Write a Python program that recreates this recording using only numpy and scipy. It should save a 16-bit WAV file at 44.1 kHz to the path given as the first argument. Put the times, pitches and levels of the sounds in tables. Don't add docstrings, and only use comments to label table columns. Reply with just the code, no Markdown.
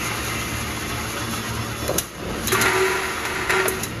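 import sys
import numpy as np
from scipy import signal
from scipy.fft import rfft, irfft, next_fast_len
from scipy.io import wavfile
from scipy.ndimage import map_coordinates

SR = 44100
rng = np.random.default_rng(int(sys.argv[2]) if len(sys.argv) > 2 else 0)


def dump(signal):
    limited = np.clip(np.atleast_2d(signal).T, -1, 1)
    pcm = np.round(limited * 32767).astype(np.int16)
    wavfile.write(sys.argv[1], SR, pcm)


N = 176400
BLOW_RISE_S = 0.00059


def amp(db):
    return 10 ** (np.asarray(db) / 20)


def unit(x):
    return x / np.sqrt(np.mean(x ** 2) + 1e-20)


def along(points, hz):
    f, v = np.transpose(points)
    return np.interp(np.log(hz + 1), np.log(f + 1), v)


def curves(rows):
    s, *cols = np.transpose(rows)
    return [np.interp(np.arange(N) / SR, s, c) for c in cols]


def wobble(rate):
    values = rng.standard_normal(int(N * rate / SR) + 4)
    return map_coordinates(values, [np.arange(N) * rate / SR])


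def filtered(x, response):
    m = next_fast_len(N + SR // 2)
    return irfft(rfft(x, m) * response(np.fft.rfftfreq(m, 1 / SR)), m)[..., :N]


def coloured(x, spectrum, tilt_db=0):
    return unit(filtered(x, lambda hz: amp(along(spectrum, hz) + tilt_db * np.log2(hz / 5000 + .01))))


def noise():
    return rng.standard_normal(N)


def contacts(rate, spread_db):
    return unit((rng.random(N) < rate / SR) * np.sign(noise()) * amp(spread_db * noise()))


def body(x, t60, ring_db):
    t = np.arange(SR) / SR
    tail = rng.standard_normal(SR) * amp(-60 * t / t60)
    return unit(x + amp(ring_db) * signal.fftconvolve(x, tail / np.linalg.norm(tail))[:N])


def ringing(x, modes):
    t = np.arange(SR) / SR
    ring = sum(amp(db - 60 * t / t60) / np.sqrt(t60) * np.sin(2 * np.pi * hz * t)
               for hz, db, t60 in modes)
    return signal.fftconvolve(x, ring / np.linalg.norm(ring))[:N]


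def detuned(modes, spread):
    return [(hz * (1 + spread * rng.standard_normal()), db + 2 * rng.standard_normal(), t60)
            for hz, db, t60 in modes]


def strike(start, rise, t60):
    t = np.maximum(np.arange(N) / SR - start, 0)
    return (1 - np.exp(-t / rise)) * amp(-60 * t / t60)


def tone(hz, drift, flutter_db):
    phase = 2 * np.pi * np.cumsum(hz * (1 + drift * wobble(30))) / SR
    return unit(np.sin(phase) * amp(flutter_db * wobble(27.91)))


def pump():
    # f/Hz, level/dB
    tones = [(75.5, -42.5), (113, -36), (226.1, -39), (297.5, -44.5)]
    # t/s, level/dB
    hum_level = [(0, -2.5), (.4, 0.5), (.55, 3), (.95, 2), (1.3, -1.5), (1.6, 3), (1.98, -1.5), (2.1, -16),
                 (2.3, 0), (2.62, 2), (2.85, -8.5), (4, -2)]
    # t/s, level/dB
    rumble_level = [(0, -33.5), (1.7, -35), (1.98, -29), (2.03, -37.5), (2.12, -43), (2.3, -27.5),
                    (2.45, -31.5), (2.62, -33), (2.85, -38.5), (3.5, -35.5), (4, -33)]
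    # f/Hz, level/dB
    rumble_spectrum = [(20, -16), (38, -13), (54, 3), (80, 3), (105, -8.5), (165, 2), (250, -6.5),
                       (340, -0.5), (500, -5.5), (900, -66)]
    hum_db, = curves(hum_level)
    rumble_db, = curves(rumble_level)
    hum = sum(amp(db) * tone(hz, drift=0.00805, flutter_db=4.5) for hz, db in tones)
    return amp(hum_db) * hum + amp(rumble_db) * coloured(noise(), rumble_spectrum)


def rollers():
    # t/s, rattle level/dB, hiss level/dB
    feed_levels = [(0, -28, -34.5), (.33, -29.5, -34), (.55, -31.5, -35.5), (1.15, -30, -36),
                   (1.38, -30, -34.5), (1.6, -31, -39.5), (1.98, -32.5, -36.5), (2.11, -41, -45.5),
                   (2.3, -32, -43), (2.46, -31, -36), (2.7, -34.5, -34.5), (3.2, -30.5, -37.5),
                   (3.45, -36.5, -42.5), (3.8, -32.5, -40), (4, -36.5, -48)]
    # f/Hz, level/dB
    rattle_spectrum = [(180, -28), (300, -4), (480, -9.5), (580, -4), (760, -4), (900, -5.5), (1130, -4),
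                       (1400, -5.5), (1700, -8.5), (2100, -7), (3000, -10.5), (5500, -18), (7500, -56)]
    # f/Hz, level/dB
    hiss_spectrum = [(2500, -27), (4000, 2.5), (5200, -3.5), (6600, 5.5), (8000, -9), (10500, 1.5),
                     (12000, 0), (12900, -43), (14000, -88)]
    rattle_db, hiss_db = curves(feed_levels)
    stands = body(contacts(rate=2500, spread_db=2.5), t60=0.35, ring_db=3.0)
    rattle = unit(coloured(stands, rattle_spectrum) + amp(-5.5) * pings())
    hiss = coloured(body(noise(), t60=.3, ring_db=1), hiss_spectrum)
    return amp(rattle_db + wobble(45.1)) * rattle + amp(hiss_db + 1.4 * wobble(39.98)) * hiss


def pings(per_second=130, centre_hz=1700, spread_octaves=.5, t60=.17):
    t = np.arange(SR // 10) / SR
    count = int(per_second * N / SR)
    start = rng.integers(0, N, (count, 1))
    pitch, size = rng.standard_normal((2, count, 1))
    octaves = spread_octaves * np.clip(pitch, -2, 2)
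    fade = amp(2 * (size - octaves) - 60 * t / t60)
    rings = fade * np.sin(2 * np.pi * centre_hz * 2 ** octaves * t)
    samples = start + np.arange(len(t))
    return unit(np.bincount(samples.ravel(), rings.ravel(), N)[:N])


def scrape():
    # t/s, level/dB
    level = [(0, -29.5), (.2, -40.5), (.36, -30), (.5, -34.5), (.7, -37), (1, -40), (1.9, -80)]
    # f/Hz, level/dB, t60/s
    modes = [(2080, 0.5, 0.093), (2360, -1, 0.018), (2690, -2, 0.02)]
    scrape_db, = curves(level)
    return amp(scrape_db) * unit(ringing(contacts(rate=1800, spread_db=1.0), modes))


def whine():
    # t/s, level/dB
    level = [(.7, -64), (.92, -46), (1.08, -58), (1.4, -46), (1.55, -58), (1.63, -45), (1.72, -54),
             (1.86, -39), (1.97, -75)]
    # f/Hz, level/dB
    tones = [(3440, 2.5), (5330, -1)]
    whine_db, = curves(level)
    return amp(whine_db) * sum(amp(db) * tone(hz, drift=.005, flutter_db=2) for hz, db in tones)


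def carriage():
    # peak t/s, width/s, level/dB
    surges = [(1.905, 0.053, -27), (2.305, 0.1, -35.5)]
    # f/Hz, level/dB
    spectrum = [(110, -16), (280, 0), (600, 0), (1000, -10), (4000, -38)]
    t = np.arange(N) / SR
    push = sum(amp(db) * np.exp(-.5 * ((t - s) / width) ** 2) for s, width, db in surges)
    rolling = body(contacts(rate=600, spread_db=5.0), t60=0.03, ring_db=8.5)
    return push * coloured(rolling, spectrum)


def clacks():
    # t/s, level/dB, brightness/(dB per octave), rise/s, t60/s
    events = [(1.879, -17, 0.5, .0005, 0.02), (1.981, -2.5, 1, 0.0059, 0.044),
              (2.4726, -6.5, 7.5, .0006, .011), (2.479, -16.5, -1.5, 0.0011, 0.043),
              (2.519, -15.5, 2.5, 0.0042, 0.12), (2.6123, -10.5, -0.5, 0.0013, 0.038),
              (2.621, -13.5, 0, 0.00069, 0.039), (2.657, -18, -4, .0002, 0.0089),
              (2.732, -26, 11, .002, 0.04), (3.251, -21.5, -4.5, .0015, .04), (3.499, -28, 9, .001, .025),
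              (3.505, -16.5, -1, 0.00061, 0.021), (3.68, -10, 10.5, 0.002, 0.053),
              (3.832, -19.5, 1.5, .001, .085)]
    # f/Hz, level/dB
    spectrum = [(200, -50), (700, -11), (1500, -6), (2800, -2), (4800, -5), (6400, 2), (7600, -2),
                (10500, 1), (12500, -3), (13500, -13)]
    # f/Hz, level/dB, t60/s
    modes = [(2067, 9, 0.039), (2770, 2, .036), (4047, 8, 0.13), (6750, -1, .041)]
    hits = [amp(db) * strike(s, rise, t60)
            * coloured(contacts(rate=8200, spread_db=1), spectrum, tilt_db)
            for s, db, tilt_db, rise, t60 in events]
    return sum(hit + amp(-8.5) * ringing(hit, detuned(modes, spread=0.0178)) for hit in hits)


def hall(x):
    # f/Hz, t60/s
    fade_times = [(200, 0.2), (2000, 0.33), (10000, 0.36)]
    hz, t, bands = signal.stft(rng.standard_normal(SR), SR, nperseg=256)
    fade = amp(-60 * t / along(fade_times, hz)[:, None])
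    _, tail = signal.istft(bands * fade, SR, nperseg=256)
    return signal.fftconvolve(x, tail / np.linalg.norm(tail))[:N]


def blade():
    # start t/s, end t/s, level/dB
    crunch = (2.48, 2.535, -27.5)
    # f/Hz, level/dB, t60/s
    modes = [(1890, -3, 0.025), (3350, 3, 0.034), (3880, 3, 0.025)]
    start, end, db = crunch
    t = np.arange(N) / SR
    tearing = contacts(rate=1000, spread_db=-0.5) * (t > start) * (t < end)
    return amp(db) * ringing(tearing, modes)


def profile(lowest_hz=378.2):
    # t/s, clatter level/dB, lowest note's level/dB
    shake = [(2.5, -50, -73), (2.53, -31, -18), (2.6, -22.5, -38), (2.68, -23.5, -31), (2.82, -25.5, -20.5),
             (2.93, -26, -31.5), (3.02, -28.5, -35.5), (3.23, -33.5, -45), (3.26, -30, -46),
             (3.42, -28, -35.5), (3.488, -31, -45), (3.503, -20, -36), (3.57, -22, -26),
             (3.665, -30, -28.5), (3.76, -34.5, -34), (4, -47, -67)]
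    # f/Hz, level/dB
    spectrum = [(150, -27), (300, -4), (400, 6), (520, -7.5), (680, -1.5), (800, -2.5), (1150, 2),
                (1450, 3), (1700, 2), (2100, 2.5), (2900, -7), (4000, -10), (5000, -16), (6600, -16.5),
                (11000, -17.5), (13500, -63)]
    # t/s, crash level/dB, note f/Hz, note level/dB
    jolts = [(2.518, -17, 1710, -22), (2.548, -16, 1153, -10), (2.657, -13.5, 1990, -13),
             (2.681, -18.5, 2010, -17), (3.252, -21.5, 1420, -24), (3.496, -16, 1870, -27),
             (3.6, -20, 1885, -18), (3.655, -17.5, 634, -18)]
    # f/Hz, level/dB, t60/s
    modes = [(996, -1, 0.4), (1397, 11.5, 0.16), (1480, -3, .25), (1890, 8.5, 0.093), (2050, 6.5, 0.15),
             (2240, 0, 0.2)]
    # f/Hz, level/dB
    lingering_tones = [(981, -28), (1330, -27), (1502, -33), (2030, -31)]
    # start t/s, rise/s, t60/s
    lingering_times = (2.66, 0.062, 1.64)
    clatter_db, ring_db = curves(shake)
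    t = np.arange(N) / SR
    chatter = coloured(body(contacts(rate=1400, spread_db=0.5), t60=0.24, ring_db=-0.5), spectrum)
    crash = coloured(noise(), spectrum)
    blows = np.zeros(N)
    for s, crash_db, hz, note_db in jolts:
        blows += amp(crash_db) * strike(s, BLOW_RISE_S, t60=0.083) * crash
        blows += amp(note_db) * strike(s, rise=0.0013, t60=0.072) * np.sin(2 * np.pi * hz * (t - s))
    high_ring = unit(ringing(noise(), modes))
    clatter = amp(clatter_db) * (amp(1.2) * chatter + amp(-3.5) * high_ring)
    lingering = sum(amp(db) * tone(hz, drift=.004, flutter_db=3) for hz, db in lingering_tones)
    low_ring = amp(ring_db + 1.5) * tone(lowest_hz, drift=.003, flutter_db=1)
    return clatter + blows + strike(*lingering_times) * lingering + low_ring


def knock():
    # t/s, f/Hz, level/dB, t60/s
    landing = (3.679, 440, -14, .05)
    s, hz, db, t60 = landing
    t = np.arange(N) / SR
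    return amp(db) * strike(s, BLOW_RISE_S, t60) * np.sin(2 * np.pi * hz * (t - s))


def scene():
    steel = clacks()
    echo = amp(-11) * hall(steel)
    running = pump() + rollers() + scrape() + whine()
    cutting = carriage() + blade() + profile() + knock()
    middle = running + cutting + steel + echo
    side = amp(-14) * filtered(clacks(), lambda hz: hz > 4000)
    return np.array([middle + side, middle - side])


def record(dry, top_hz=14300):
    # f/Hz, level/dB
    response = [(7300, -0.5), (7800, -2.5), (8300, -31.5), (8700, -43), (9100, -11), (9600, -0.5),
                (10000, 1)]
    return filtered(dry, lambda hz: amp(along(response, hz)) * (hz < top_hz))


dry = scene()
out = record(dry)
dump(out)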